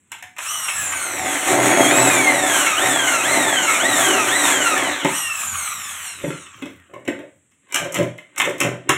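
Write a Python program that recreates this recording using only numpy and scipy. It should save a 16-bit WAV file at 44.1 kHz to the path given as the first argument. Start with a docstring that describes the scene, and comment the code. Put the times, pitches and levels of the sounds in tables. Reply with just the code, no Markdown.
"""In a small hard room, a corded drill bores into a hollow aluminium door frame, heard close up.
Each trigger squeeze spins the motor up, then it coasts: pulsed whine, brush scuff and fan hiss through a housing.
Under load gear and bearing tones follow the shaft, and random chip impacts make the frame chatter.
The drill runs down; a hand riveter bumps the frame, and its handle is worked in two pairs of strokes.
Each stroke is a noise burst with rings, judder and a groan; at last the rivet's stem snaps."""
import sys
import numpy as np
from scipy import signal
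from scipy.fft import rfft, irfft
from scipy.io import wavfile
from scipy.ndimage import uniform_filter1d, map_coordinates

SR = 44100
rng = np.random.default_rng(int(sys.argv[2]) if len(sys.argv) > 2 else 0)


def generate_wav(sig):
    """Save sig (samples, or channels by samples) to the path in sys.argv[1] as 16-bit PCM at SR."""
    pcm = np.round(np.clip(np.atleast_2d(sig).T, -1, 1) * 32767).astype(np.int16)
    wavfile.write(sys.argv[1], SR, pcm)


N = 395577
T = np.arange(N) / SR  # seconds
TOP_HZ = 15800  # upper limit of the whine and of the whole sound
WORK_SPEED = 150  # usual speed while boring (turns a second)
TEETH = 12  # motor pulses a turn
PRESS_RAMP_S = 0.48  # length of the fades as the bit is pressed in and eased off


def amp(db):
    """Decibels to gain."""
    return np.exp(np.asarray(db) * (np.log(10) / 20))


def unit(x):
    """Scale to rms 1."""
    return x / np.sqrt(np.mean(x ** 2) + 1e-20)


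def along(points, hz):
    """(Hz, value) points read on a log frequency axis."""
    f, v = np.transpose(points)
    return np.interp(np.log(hz + 1), np.log(f + 1), v)


def wobble(rate):
    """A smooth random curve, rate knots a second."""
    knots = rng.standard_normal(int(N * rate / SR) + 4)
    coarse = T[::16]
    return np.interp(T, coarse, map_coordinates(knots, [coarse * rate]))


def swell(s, half_s):
    """A smooth bell around the time s, down to 1/e at half_s on either side."""
    return np.exp(-((T - s) / half_s) ** 2)


def grains(rate, spread_db):
    """Random tiny impacts of uneven size, about rate a second, rms 1."""
    sizes = rng.standard_normal(N) * amp(spread_db * rng.standard_normal(N))
    return unit(sizes * (rng.random(N) < rate / SR))


def filtered(x, response, size=32768, lead_count=2048):
    """x times a complex response of frequency."""
    impulse = np.roll(irfft(response(np.fft.rfftfreq(size, 1 / SR))), lead_count)
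    return signal.fftconvolve(x, impulse)[lead_count:][:N]


def colour(points, hz):
    """Causal minimum-phase response with the shape of a spectrum and a power gain of 1."""
    cepstrum = irfft(np.log(unit(amp(along(points, hz))) + 1e-6))
    half = len(cepstrum) // 2
    cepstrum[1:half] *= 2
    cepstrum[half + 1:] = 0
    return np.exp(rfft(cepstrum))


def tones(orders, angle, jitter, flutter_db):
    """Shaft orders (multiple of the motor speed, dB), each trembling in strength, all with one phase jitter."""
    swing = angle + jitter * wobble(250)
    total = 0
    for k, db in orders:
        flutter = flutter_db * (wobble(35) + 0.56 * wobble(8))
        total = total + np.sqrt(2) * amp(db + flutter) * np.sin(k * swing)
    return total


def ringing(rows, rise_s, waver, count=60):
    """Damped resonances (s, Hz, dB, t60 s) whose pitch wavers as the contact slips."""
    out, t = np.zeros(N + SR), T[:SR // 2]
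    for s, hz, db, t60 in rows:
        drift = np.interp(t, np.linspace(0, t[-1], count), rng.standard_normal(count))
        envelope = amp(db - 60 * t / t60) * (1 - np.exp(-t / rise_s))
        out[round(s * SR):][:len(t)] += envelope * np.sin(2 * np.pi * hz * t + waver * drift)
    return out[:N]


def shifting(x, depth_db, size=1024):
    """As the point of contact moves, different resonances come forward."""
    z = signal.stft(x, nperseg=size)[2]
    field = uniform_filter1d(rng.standard_normal(z.shape), size=4, axis=0)
    field = uniform_filter1d(field, size=7, axis=1)
    return signal.istft(z * unit(amp(depth_db * unit(field))), nperseg=size)[1][:N]


# The hollow frame's resonances. Each row: centre in Hz, width in Hz, relative level in dB.
FRAME_MODES = [(124.3, 5.4, 4.5), (168.5, 14, -3), (216.7, 16, -5.5), (289, 60, -0.5), (363.5, 42, 5.5),
               (560, 72, 4), (672, 24, 1), (748, 20, 2.5), (886, 24, 5.5), (1023, 22, 2), (1220, 25, -7.5),
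               (1853, 290, 1.5), (2072, 270, 10), (2530, 62, 4), (3000, 110, -6.5)]


def through_frame(x, points, broad=0.52):
    """A force of the given spectrum rings the frame's resonances, over a broad direct part."""
    def response(hz):
        modes = broad
        for c, w, db in FRAME_MODES:
            modes = modes + amp(db) * 1j * hz * w / (c * c - hz * hz + 1j * hz * w)
        h = colour(points, hz) * modes
        return h / np.sqrt(np.mean(np.abs(h) ** 2))
    return filtered(x, response)


# Colour of the background. Each row: frequency in Hz, relative level in dB per Hz.
QUIET_SPECTRUM = [(30, -14.5), (90, 0.5), (250, 2.5), (750, -19), (2200, -10), (3300, -16.5), (5200, -33.5),
                  (7700, -2), (15800, -49)]


def background(floor_db):
    """The quiet background is steady coloured noise."""
    return amp(floor_db) * filtered(rng.standard_normal(N), lambda hz: colour(QUIET_SPECTRUM, hz))


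# How long the room rings. Each row: frequency in Hz, decay time t60 in seconds.
ROOM_DECAY = [(100, 0.32), (400, 0.29), (2000, 0.38), (7000, 0.33), (15000, 0.2)]


def room(x, wet_db=-4):
    """Tiled floor and bare walls: each frequency dies at its own speed."""
    hz, t, z = signal.stft(rng.standard_normal(SR * 2 // 3), SR, nperseg=256)
    decay = amp(-60 * t / along(ROOM_DECAY, hz)[:, None])
    tail = signal.istft(z * decay, SR, nperseg=256)[1]
    tail = np.pad(tail / np.linalg.norm(tail), (150, 0))  # the echoes start 150 samples late
    echo = signal.fftconvolve(x, tail)[:N]
    return (x + amp(wet_db) * echo) / np.sqrt(1 + amp(wet_db) ** 2)


HANDS_ON_S, HANDS_OFF_S = 0.82, 6.5  # hands hold the frame between these times (s)
# Colour of the hands' rumble. Each row: frequency in Hz, relative level in dB per Hz.
RUMBLE_SPECTRUM = [(30, -17.5), (60, -30.5), (85, 5), (130, -6.5), (220, -8.5), (500, -33.5)]
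# The hands shift their grip. Each row: time of the peak in seconds, level in dB.
GRIP_SHIFTS = [(0.83, -40.5), (1.2, -43), (5.52, -42)]


def handling(hands_db=-54, wander_db=3, fade_s=0.46, grip_s=0.056):
    """Hands and cord drag on the frame with a soft low rumble that swells as the grip shifts."""
    idle = np.maximum(HANDS_ON_S - T, 0) + np.maximum(T - HANDS_OFF_S, 0)
    level = amp(hands_db + wander_db * wobble(11.0)) * np.exp(-idle / fade_s)
    level += sum(amp(db) * swell(s, grip_s) for s, db in GRIP_SHIFTS)
    bumps = grains(rate=400, spread_db=3)
    return filtered(level * bumps, lambda hz: colour(RUMBLE_SPECTRUM, hz))


SNAG_THUD_DB, SNAG_TICK_DB, BUMP_TICK_DB = -37, -10, -13  # relative to their clack
TAKE_UP_S = .021  # the click of slack leads the stroke by this much
STROKE_THUD_DB, STROKE_TICK_DB, TAKE_UP_TICK_DB = -22, -8, -5  # relative to their clack
RATTLE_S, RATTLE_LOSS_DB = 0.015, 5  # the loose jaws strike again: usual first gap (s), loss each time
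# Light taps on the frame and snags of the bit in the hole. Each row: start in seconds, relative clack in dB.
TAPS_AND_SNAGS = [(0.118, -17.5), (0.184, -34), (0.225, -23.5), (0.365, -28), (0.383, -17), (0.684, -12.5),
                  (0.9215, -12), (2.663, -8.5), (4.454, -9.5), (4.7766, -8.5), (7.051, -34), (7.515, -50),
                  (7.686, -47), (7.7, -34.5), (8.361, -27)]
# Drill and riveter bump the frame. Each row: start in seconds, relative thud in dB, relative clack in dB,
# lower resonance in Hz, its level in dB, upper resonance in Hz, its level in dB.
FRAME_BUMPS = [(5.047, -8, -8, 283, -4.5, 910, -8.5), (6.2366, -19.5, -41, 154, -19, 527, -14),
               (6.275, -25, -38, 155, -15.5, 903, -26), (6.304, -30.5, -24, 196, -32, 1390, -22),
               (6.6215, -29, -21.5, 264, -16, 1450, -36), (6.657, -28.5, -30, 296, -30, 445, -34),
               (6.937, -35, -34, 542, -28, 1065, -26.5), (7.0769, -14, -19, 277, -15, 1555, -23),
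               (7.19, -27.5, -31.5, 604, -26, 890, -40), (8.179, -43, -29.5, 603, -37, 2100, -32)]
# Strokes of the riveter's handle. Each row: start in seconds, relative clack in dB, relative take-up click in dB,
# delay of the judder's peak in seconds, relative judder in dB, ring in Hz, groan in Hz.
HANDLE_STROKES = [(7.744, -7, -20.5, 0.09, -20, 1203, 570), (7.943, -10, -23.5, 0.05, -14.5, 1880, 597),
                  (8.399, -6.5, -11, 0.077, -16.5, 1062, 365), (8.6028, -8.5, -28, 0.043, -12, 1304, 367)]
# The rivet's stem snaps. One row: start in seconds, then relative clack, thud and tick in dB.
STEM_SNAP = (8.8915, -2, -12.5, -11.5)


def contacts(count=3):
    """Blows on the frame as (s, clack dB, thud dB, tick dB); a slack click leads each stroke, a rattle follows."""
    rows = [(s, db, db + SNAG_THUD_DB, db + SNAG_TICK_DB) for s, db in TAPS_AND_SNAGS]
    rows += [(s, clack, thud, clack + BUMP_TICK_DB) for s, thud, clack, *_ in FRAME_BUMPS]
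    for s, db, click, *_ in HANDLE_STROKES:
        rows.append((s - TAKE_UP_S, click, click + STROKE_THUD_DB, click + TAKE_UP_TICK_DB))
        rows.append((s, db, db + STROKE_THUD_DB, db + STROKE_TICK_DB))
        for k in range(1, count + 1):
            # the gaps tend to widen, as k multiplies them
            s, db = s + k * RATTLE_S * rng.uniform(.6, 1.4), db - RATTLE_LOSS_DB
            rows.append((s, db, db + STROKE_THUD_DB, db + STROKE_TICK_DB))
    return rows + [STEM_SNAP]


def blows(times, levels_db, t60, attack, scuff_db, scuff_s, crack_db):
    """Each knock is a rising scuff, a sharp crack, then a burst of rattling contacts."""
    envelope = np.zeros(N + SR)
    t = np.arange(-(SR // 8), SR // 3) / SR
    after = np.maximum(t, 0)
    rise = 1 - np.exp(-after / attack) + amp(scuff_db) * np.exp(np.minimum(t, 0) / scuff_s)
    shape = amp(-60 * after / t60) * rise
    shape += (t > 0) * amp(crack_db - 60 * after / 0.012)
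    for s, db in zip(times, levels_db):
        envelope[round(s * SR):][:len(t)] += amp(db) * shape
    rattle = grains(rate=7000, spread_db=-2) * unit(amp(3.0 * wobble(250)))
    return envelope[SR // 8:][:N] * rattle


BUMP_RING_S = 0.099  # t60 of a bump's two resonances
STROKE_RING_DB, STROKE_RING_S = -16, 0.17  # a stroke's ring, relative to its clack; t60, also of the snap
GROAN_DB, GROAN_S = -22.5, 0.36  # the judder's groan; its t60
# Resonances that the snap favours. Each row: frequency in Hz, level in dB.
SNAP_RESONANCES = [(140, -20.5), (1310, -14), (1900, -16)]


def contact_rings():
    """Bumps, strokes and the snap each ring their own resonances; a stroke's judder groans at one pitch."""
    rows, groans = [], []
    for s, _, _, low, low_db, high, high_db in FRAME_BUMPS:
        rows += [(s, low, low_db, BUMP_RING_S), (s, high, high_db, BUMP_RING_S)]
    for s, db, _, delay, _, ring_hz, groan_hz in HANDLE_STROKES:
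        rows.append((s, ring_hz, db + STROKE_RING_DB, STROKE_RING_S))
        groans.append((s + delay, groan_hz, GROAN_DB, GROAN_S))
    rows += [(STEM_SNAP[0], hz, db, STROKE_RING_S) for hz, db in SNAP_RESONANCES]
    return ringing(rows, rise_s=0.0049, waver=1.0) + ringing(groans, rise_s=.015, waver=1.2)


JUDDER_RISE_DB_PER_S, JUDDER_FALL_DB_PER_S = 403, 222
# The riveter is shifted along the frame. Each row: time of the peak in seconds, relative level in dB.
RIVETER_SHIFTS = [(6.3, -35), (6.955, -32.5), (7.125, -33), (7.23, -41)]


def judder():
    """Envelope of the riveter's drag on the frame: it swells after each stroke's clack and at each shift."""
    swells = RIVETER_SHIFTS + [(s + delay, db) for s, _, _, delay, db, *_ in HANDLE_STROKES]
    level = 0
    for s, db in swells:
        drop_db = np.maximum(JUDDER_RISE_DB_PER_S * (s - T), JUDDER_FALL_DB_PER_S * (T - s))
        level = level + amp(db - drop_db)
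    return level


# Colours of the blows and the drag. Each row: frequency in Hz, relative level in dB per Hz.
THUD_SPECTRUM = [(30, -39.5), (90, -5), (160, -8), (290, 3.5), (560, -2.5), (800, -18.5), (2000, -18),
                 (5000, -66)]
CLACK_SPECTRUM = [(300, -37.5), (700, -1.5), (1200, 7), (2000, -1.5), (2800, 4.5), (3800, -2.5),
                  (4800, -19), (7000, -55)]
TICK_SPECTRUM = [(4000, -23.5), (5000, -3), (6000, -7.5), (7700, -0.5), (9000, -9), (10000, -11),
                 (13000, -13), (13800, -22.5), (15800, -21.5)]
RUB_SPECTRUM = [(50, -25), (120, -1.5), (350, -4), (560, -1.5), (750, -12), (1500, -14.5), (3000, -41)]
# A loose metal part left ringing. Each row: start in seconds, frequency in Hz, level in dB, t60 in seconds.
LOOSE_RINGS = [(0.224, 735, -41.5, 0.55)]


def tools(thud_db=2, clack_db=-8.0, tick_db=0, slide_db=-2):
    """Tools strike the frame with a clack, a thud and a bright tick; the riveter judders along it."""
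    times, clacks, thuds, ticks = np.transpose(contacts())
    thud = blows(times, thuds + thud_db, t60=0.093, attack=0.0048, scuff_db=-25.0, scuff_s=0.041, crack_db=-5.5)
    thud = through_frame(thud, THUD_SPECTRUM, broad=0.97)
    clack = blows(times, clacks + clack_db, t60=0.12, attack=0.00069,
                  scuff_db=-40.5, scuff_s=0.064, crack_db=-10.5)
    clack = through_frame(clack, CLACK_SPECTRUM, broad=1.0)
    tick = blows(times, ticks + tick_db, t60=0.044, attack=0.0013, scuff_db=-32, scuff_s=0.0027, crack_db=-4.5)
    tick = filtered(tick, lambda hz: colour(TICK_SPECTRUM, hz))
    drag = amp(slide_db) * judder() * grains(rate=440, spread_db=-1.0)
    rub = through_frame(drag, RUB_SPECTRUM, broad=0.39)
    rings = 0
    for s, hz, db, t60 in LOOSE_RINGS:
        decay = (T > s) * amp(db - 60 * np.abs(T - s) / t60)
        rings = rings + decay * np.sin(2 * np.pi * hz * (T - s))
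    return thud + shifting(clack + rub, depth_db=3.5) + tick + rings + contact_rings()


SPIN_UP_S, FRICTION_SPEED = .09, 300  # motor lag (s); speed at which drag equals friction (turns a second)
TOUCH_S, TOUCH_DRAG = 1.05, .065  # the bit first rubs and brakes the coasting motor: (s, added drag per s)
# Squeezes of the trigger. Each row: start in seconds, time held in seconds,
# speed the motor heads for in turns a second, drag once released per second.
TRIGGER_SQUEEZES = [(0.355, .161, 305, .272), (1.445, .177, 201, .089), (1.867, .167, 228.8, .363),
                    (2.756, .087, 194.3, .338), (3.219, .1, 211.5, .397), (3.78, .105, 201, .446),
                    (4.26, .109, 198.8, .403), (5.039, .125, 309, .29)]


def rotor():
    """Turns a second: each squeeze pulls the motor towards a speed, then drag and friction slow it."""
    speed = np.zeros(N)
    for s, held, goal, drag in TRIGGER_SQUEEZES:
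        start = round(s * SR)
        since = T[:N - start]
        driven = goal + (speed[start] - goal) * np.exp(-np.minimum(since, held) / SPIN_UP_S)
        rubbing = (s < TOUCH_S) * TOUCH_DRAG * np.maximum(s + since - TOUCH_S, 0)
        slowing = np.exp(-drag * np.maximum(since - held, 0) - rubbing)
        speed[start:] = np.maximum((driven + FRICTION_SPEED) * slowing - FRICTION_SPEED, 0)
    return speed


HEAVY_DB, FEED_FADE_DB_PER_S = -16.5, 222  # effort of a deep bite; fade while the bit is off the metal
# How hard the bit cuts. Each row: time in seconds, effort in dB before the deep bite's is taken off.
FEED_EFFORT = [(0.849, -53), (1.3, -27), (1.46, -32.5), (1.5, -17.5), (2.06, -17.5), (2.77, -32),
               (2.81, -21.5), (3.22, -30.5), (3.32, -21.5), (3.81, -30.5), (3.83, -25), (4.89, -26.5),
               (4.93, -32)]


def effort():
    """Cutting effort in dB relative to a deep bite, dying away while the bit is off the metal."""
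    s, db = np.transpose(FEED_EFFORT)
    away = np.maximum(s[0] - T, 0) + np.maximum(T - s[-1], 0)
    return np.interp(T, s, db) - HEAVY_DB - FEED_FADE_DB_PER_S * away


# One shaft tone swells. Each row: time of the peak in seconds, level in dB, half length in seconds.
TONE_SURGES = [(4.774, -21.5, 0.015), (5.3, -30.5, 0.047)]
# The tone of each surge, as multiples of the motor speed.
SURGE_MULTIPLES = [18, 12]


def surges(angle):
    """One shaft tone at a time stands out briefly, following the motor speed."""
    total = 0
    for k, (s, db, half_s) in zip(SURGE_MULTIPLES, TONE_SURGES):
        total = total + swell(s, half_s) * tones([(k, db)], angle, jitter=0.02, flutter_db=6.5)
    return total


def scuff(angle, speed, count=100, size=4096):
    """The brushes ride over the same worn surface on every turn."""
    harmonics = np.exp(2j * np.pi * rng.random(count)) * (np.arange(count) > TEETH)
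    surface = unit(irfft(harmonics, size))
    turn = angle / (2 * np.pi) % 1
    return np.sqrt(speed * count * 2 / SR) * np.interp(turn, np.arange(size) / size, surface)


# Colour of the slack gears' rattle. Each row: frequency in Hz, relative level in dB per Hz.
GEARBOX_SPECTRUM = [(500, -17), (1000, -6.5), (1400, 9.5), (2000, 2.5), (3000, 11.5), (3900, -4),
                    (5000, -35.5)]


def coasting(speed, angle, rattle_db=-39, full_speed=127, steepness=2.1, chuck_ratio=0.093, gear_db=-39,
             whine_db=-55, case_db=-23, case_hz=1240, case_width_hz=190):
    """Slack gears rattle with each turn of the chuck, hum and ring their case; the motor's whine lingers."""
    level = np.minimum(speed / full_speed, 1) ** steepness
    chuck = amp(3 * np.sin(chuck_ratio * angle) + 2 * wobble(25))
    teeth = unit(grains(rate=700, spread_db=3) * chuck)
    hum = tones([(8, gear_db)], angle, jitter=.1, flutter_db=4)
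    # the case radiates no low tones
    hum = filtered(hum, lambda hz: (hz / case_hz) ** 8 / (1 + (hz / case_hz) ** 8))
    # the motor's whine, 36 and 48 times its speed, lingers down to the last turns
    whine = tones([(36, whine_db), (48, whine_db)], angle, jitter=.025, flutter_db=4)
    knocking = amp(case_db) * (speed / WORK_SPEED) ** 2 * (teeth + scuff(angle, speed))
    case = filtered(knocking, lambda hz: np.exp(-((hz - case_hz) / case_width_hz) ** 2))
    rattle = through_frame(amp(rattle_db) * level * teeth, GEARBOX_SPECTRUM, broad=0.89)
    return shifting(rattle + case, depth_db=3) + level * hum + np.sqrt(level) * whine


# Force of a deep bite. Each row: frequency in Hz, relative level in dB per Hz.
SHAKE_SPECTRUM = [(40, -21.5), (85, -12), (130, 1), (220, -4), (400, 0), (900, -38.5)]
# The frame's droning resonances. Each row: frequency in Hz, level at a deep bite in dB.
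FRAME_DRONES = [(127, -35), (295, -28), (750, -28)]


def growl(feed_db, shake_db=-24, shake_grows=2.2, drone_grows=1.0):
    """A deep bite jolts the whole frame and keeps its sharpest resonances droning."""
    jolts = amp(shake_db + shake_grows * feed_db) * grains(rate=700, spread_db=1)
    drone = 0
    for hz, db in FRAME_DRONES:
        drone = drone + amp(db + 3.2 * wobble(16)) * np.sin(2 * np.pi * hz * T + .9 * wobble(22))
    return through_frame(jolts, SHAKE_SPECTRUM, broad=0.31) + amp(drone_grows * feed_db) * drone


FULL_LOAD_S = 1.85  # middle of the fade as the full load is taken up
# Force of the flutes, and of the chips. Each row: frequency in Hz, relative level in dB per Hz.
CHATTER_SPECTRUM = [(40, -29), (120, -17), (290, 4), (420, -3), (740, 5), (1500, -15), (2500, -50.5)]
GRIND_SPECTRUM = [(280, -34.5), (500, -6.5), (850, -6), (1900, -8), (3700, -21), (4800, -3.5), (6500, -45)]
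# Gear and bearing tones under load, as multiples of the motor speed.
LOAD_MULTIPLES = [12, 24, 36, 48, 52.3, 55.4, 60]
# Relative levels of those gear and bearing tones in dB.
LOAD_LEVELS = [-2.5, -5.5, -13, -11.5, -9.5, -11, -10.5]
# Extra gear and bearing tones of a deep bite, as multiples of the motor speed.
BITE_MULTIPLES = [18, 36, 52.3, 55.4]
# How those extra tones enter. Each row: relative level in dB, middle of the fade-in in seconds.
BITE_ENTRIES = [(-7.5, 1.71), (-7.5, 1.4), (-12.5, 0.98), (-10, 0.79)]
# How the gear case radiates the tones. Each row: frequency in Hz, gain in dB.
GEAR_CASE_GAIN = [(900, -24), (1300, 3), (1600, -1.5), (1950, 3), (2500, 2), (3250, 2), (3950, -2.5),
                  (4500, -14), (6000, -5), (7800, 1.5), (10000, -8.5), (15000, -18.5)]
# The bit catches and squeals. Each row: start in seconds, frequency in Hz, level in dB, t60 in seconds.
BIT_SQUEALS = [(2.66, 2220, -11, 0.16), (3.07, 2140, -15.5, 0.31), (3.675, 2185, -13.5, 0.5),
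               (4.07, 353.6, -15, 0.64)]


def cutting(speed, angle, pressed, feed_db, flute_ratio=0.467, flute_db=3.0, chatter_db=-18, grind_db=-21,
            load_db=-24.0, bite_db=-17, chatter_grows=0.86, grind_grows=0.48, bite_grows=2.4,
            throb_db=4, throb_ratio=.16, speed_grows=0.15):
    """Each flute tears off chips that shake the frame, the bit squeals, loaded gears and bearings sound."""
    chatter = amp(chatter_db + chatter_grows * feed_db) * (speed / WORK_SPEED) ** speed_grows
    grind = amp(grind_db + grind_grows * feed_db)
    flutes = unit(amp(flute_db * np.sin(flute_ratio * angle + wobble(30)) + 1.31 * wobble(40)))
    tears = grains(rate=2500, spread_db=2.5)
    body = through_frame(chatter * flutes * tears, CHATTER_SPECTRUM)
    crumbs = grains(rate=1100, spread_db=3.5)
    chips = shifting(through_frame(grind * flutes * crumbs, GRIND_SPECTRUM, broad=0.68), depth_db=1.5)

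    def from_time(s):
        return np.clip((T - s) / PRESS_RAMP_S + .5, 0, 1)

    # gear and bearing tones tremble in level; a deep bite adds further ones
    load_tones = tones(zip(LOAD_MULTIPLES, LOAD_LEVELS), angle, jitter=0.032, flutter_db=3.0)
    loaded = amp(load_db) * from_time(FULL_LOAD_S) * load_tones
    strained = 0
    for k, (db, s) in zip(BITE_MULTIPLES, BITE_ENTRIES):
        strained = strained + from_time(s) * tones([(k, db)], angle, jitter=0.0091, flutter_db=2.0)
    bite = amp(bite_db + bite_grows * np.minimum(feed_db, 0)) * strained
    # the mesh tightens once per turn of the big gear
    throb = unit(amp(throb_db * np.sin(throb_ratio * angle + wobble(11))))
    song = filtered(pressed * throb * (loaded + bite), lambda hz: amp(along(GEAR_CASE_GAIN, hz)))
    return body + chips + ringing(BIT_SQUEALS, rise_s=0.004, waver=1.46) + song


def airflow(speed, pressed, free_db=-21, knee_speed=150, steepness=3.61, strain_db=-18.0, strain_grows=0.54,
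            unsteady_db=2.0):
    """Fan and brushes grow louder with speed, levelling off at the top; strain adds to them."""
    free = amp(free_db) * (speed / np.hypot(speed, knee_speed)) ** steepness
    strain = amp(strain_db) * pressed * (speed / WORK_SPEED) ** strain_grows
    return np.hypot(free, strain) * amp(unsteady_db * wobble(12))


# Colour of the drill's housing. Each row: frequency in Hz, relative level in dB per Hz.
HOUSING_SPECTRUM = [(150, -17.5), (450, -18), (600, -9), (1000, -2.5), (1230, 0.5), (1700, -5), (2700, -9),
                    (3900, -13.5), (4800, -19), (5800, -13.5), (7800, -5), (8900, -9.5), (9400, -13.5),
                    (13100, -20), (13700, -26), (15800, -27)]


def motor(speed, angle, pressed, pulling, tone_db=3.5, hiss_db=-7, loaded_hiss_db=3, scuff_db=-2, load_db=-13.0,
          pull_db=-7, rolloff_db=-0.03, cutoff_hz=2600, off_centre=0.18, count=10):
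    """Twelve pulses a turn from an off-centre rotor, brush scuff and fan hiss sound through the housing."""
    swing = angle + .008 * wobble(420) + .006 * wobble(70)
    pulse_hz = TEETH * speed
    # early and late once a turn: sidebands
    pulse_angle = TEETH * (swing + .029 * (1 + .4 * wobble(18)) * np.sin(angle))
    whine = 0
    for k in range(1, count + 1):
        fading = amp(2.6 * wobble(35) + 1.8 * wobble(7) + 2.5 * wobble(160) - 1)
        in_band = k * pulse_hz < TOP_HZ
        whine = whine + np.cos(k * pulse_angle) * in_band * amp(rolloff_db * k) * fading
    whine *= 2 * np.sqrt(pulse_hz / SR) * (1 + off_centre * np.sin(angle))
    whine *= amp(load_db * pressed + pull_db * pulling)
    # small vents radiate only the high tones
    whine = filtered(whine, lambda hz: hz ** 4 / (hz ** 4 + cutoff_hz ** 4))
    hiss = grains(rate=9000, spread_db=-2.0) * (1 + 0.041 * np.cos(angle))  # the brushes spark once a turn
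    hiss *= unit(amp(0.92 * wobble(70)))
    sound = amp(tone_db) * whine + amp(hiss_db + loaded_hiss_db * pressed) * hiss
    sound += amp(scuff_db) * (1 - .5 * pressed) * scuff(swing, speed)
    return filtered(airflow(speed, pressed) * sound, lambda hz: colour(HOUSING_SPECTRUM, hz))


BITE_S, EASE_OFF_S = 1.32, 5.004  # the bit is pushed into the metal between these times (middle of each fade)


def drill():
    """One rotor speed and angle drive the motor, the cutting, the gears and the surges; effort the growl."""
    steady = rotor()
    speed = steady * (1 + 0.001954 * wobble(25))
    angle = 2 * np.pi * np.cumsum(speed) / SR
    pulling = np.clip(np.gradient(steady) * SR * SPIN_UP_S / WORK_SPEED, 0, 1)  # the motor is speeding up
    pressed = np.clip(np.minimum(T - BITE_S, EASE_OFF_S - T) / PRESS_RAMP_S + .5, 0, 1)
    feed_db = effort()
    sound = motor(speed, angle, pressed, pulling) + cutting(speed, angle, pressed, feed_db)
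    return sound + growl(feed_db) + coasting(speed, angle) + surges(angle)


def scene(floor_db=-63):
    """Drill and tools in the room, over its quiet background, the same on both sides."""
    mono = background(floor_db) + handling() + room(tools(), wet_db=-3.0) + room(drill(), wet_db=-6.0)
    return np.array([mono, mono])


def record(dry, notch_hz=4800, notch_width_hz=420, notch_db=-22, bass_hz=48):
    """Peaks are rounded off; the microphone port thins the bass and swallows a narrow band; the treble ends."""
    def port(hz):
        notch = amp(notch_db * np.exp(-((hz - notch_hz) / notch_width_hz) ** 2))
        return notch * hz ** 2 / (hz ** 2 + bass_hz ** 2) * (hz < TOP_HZ)
    rounded = dry / (1 + np.abs(dry) ** 6) ** (1 / 6)
    return np.array([filtered(side, port) for side in rounded])


dry = scene()
out = record(dry)
generate_wav(out)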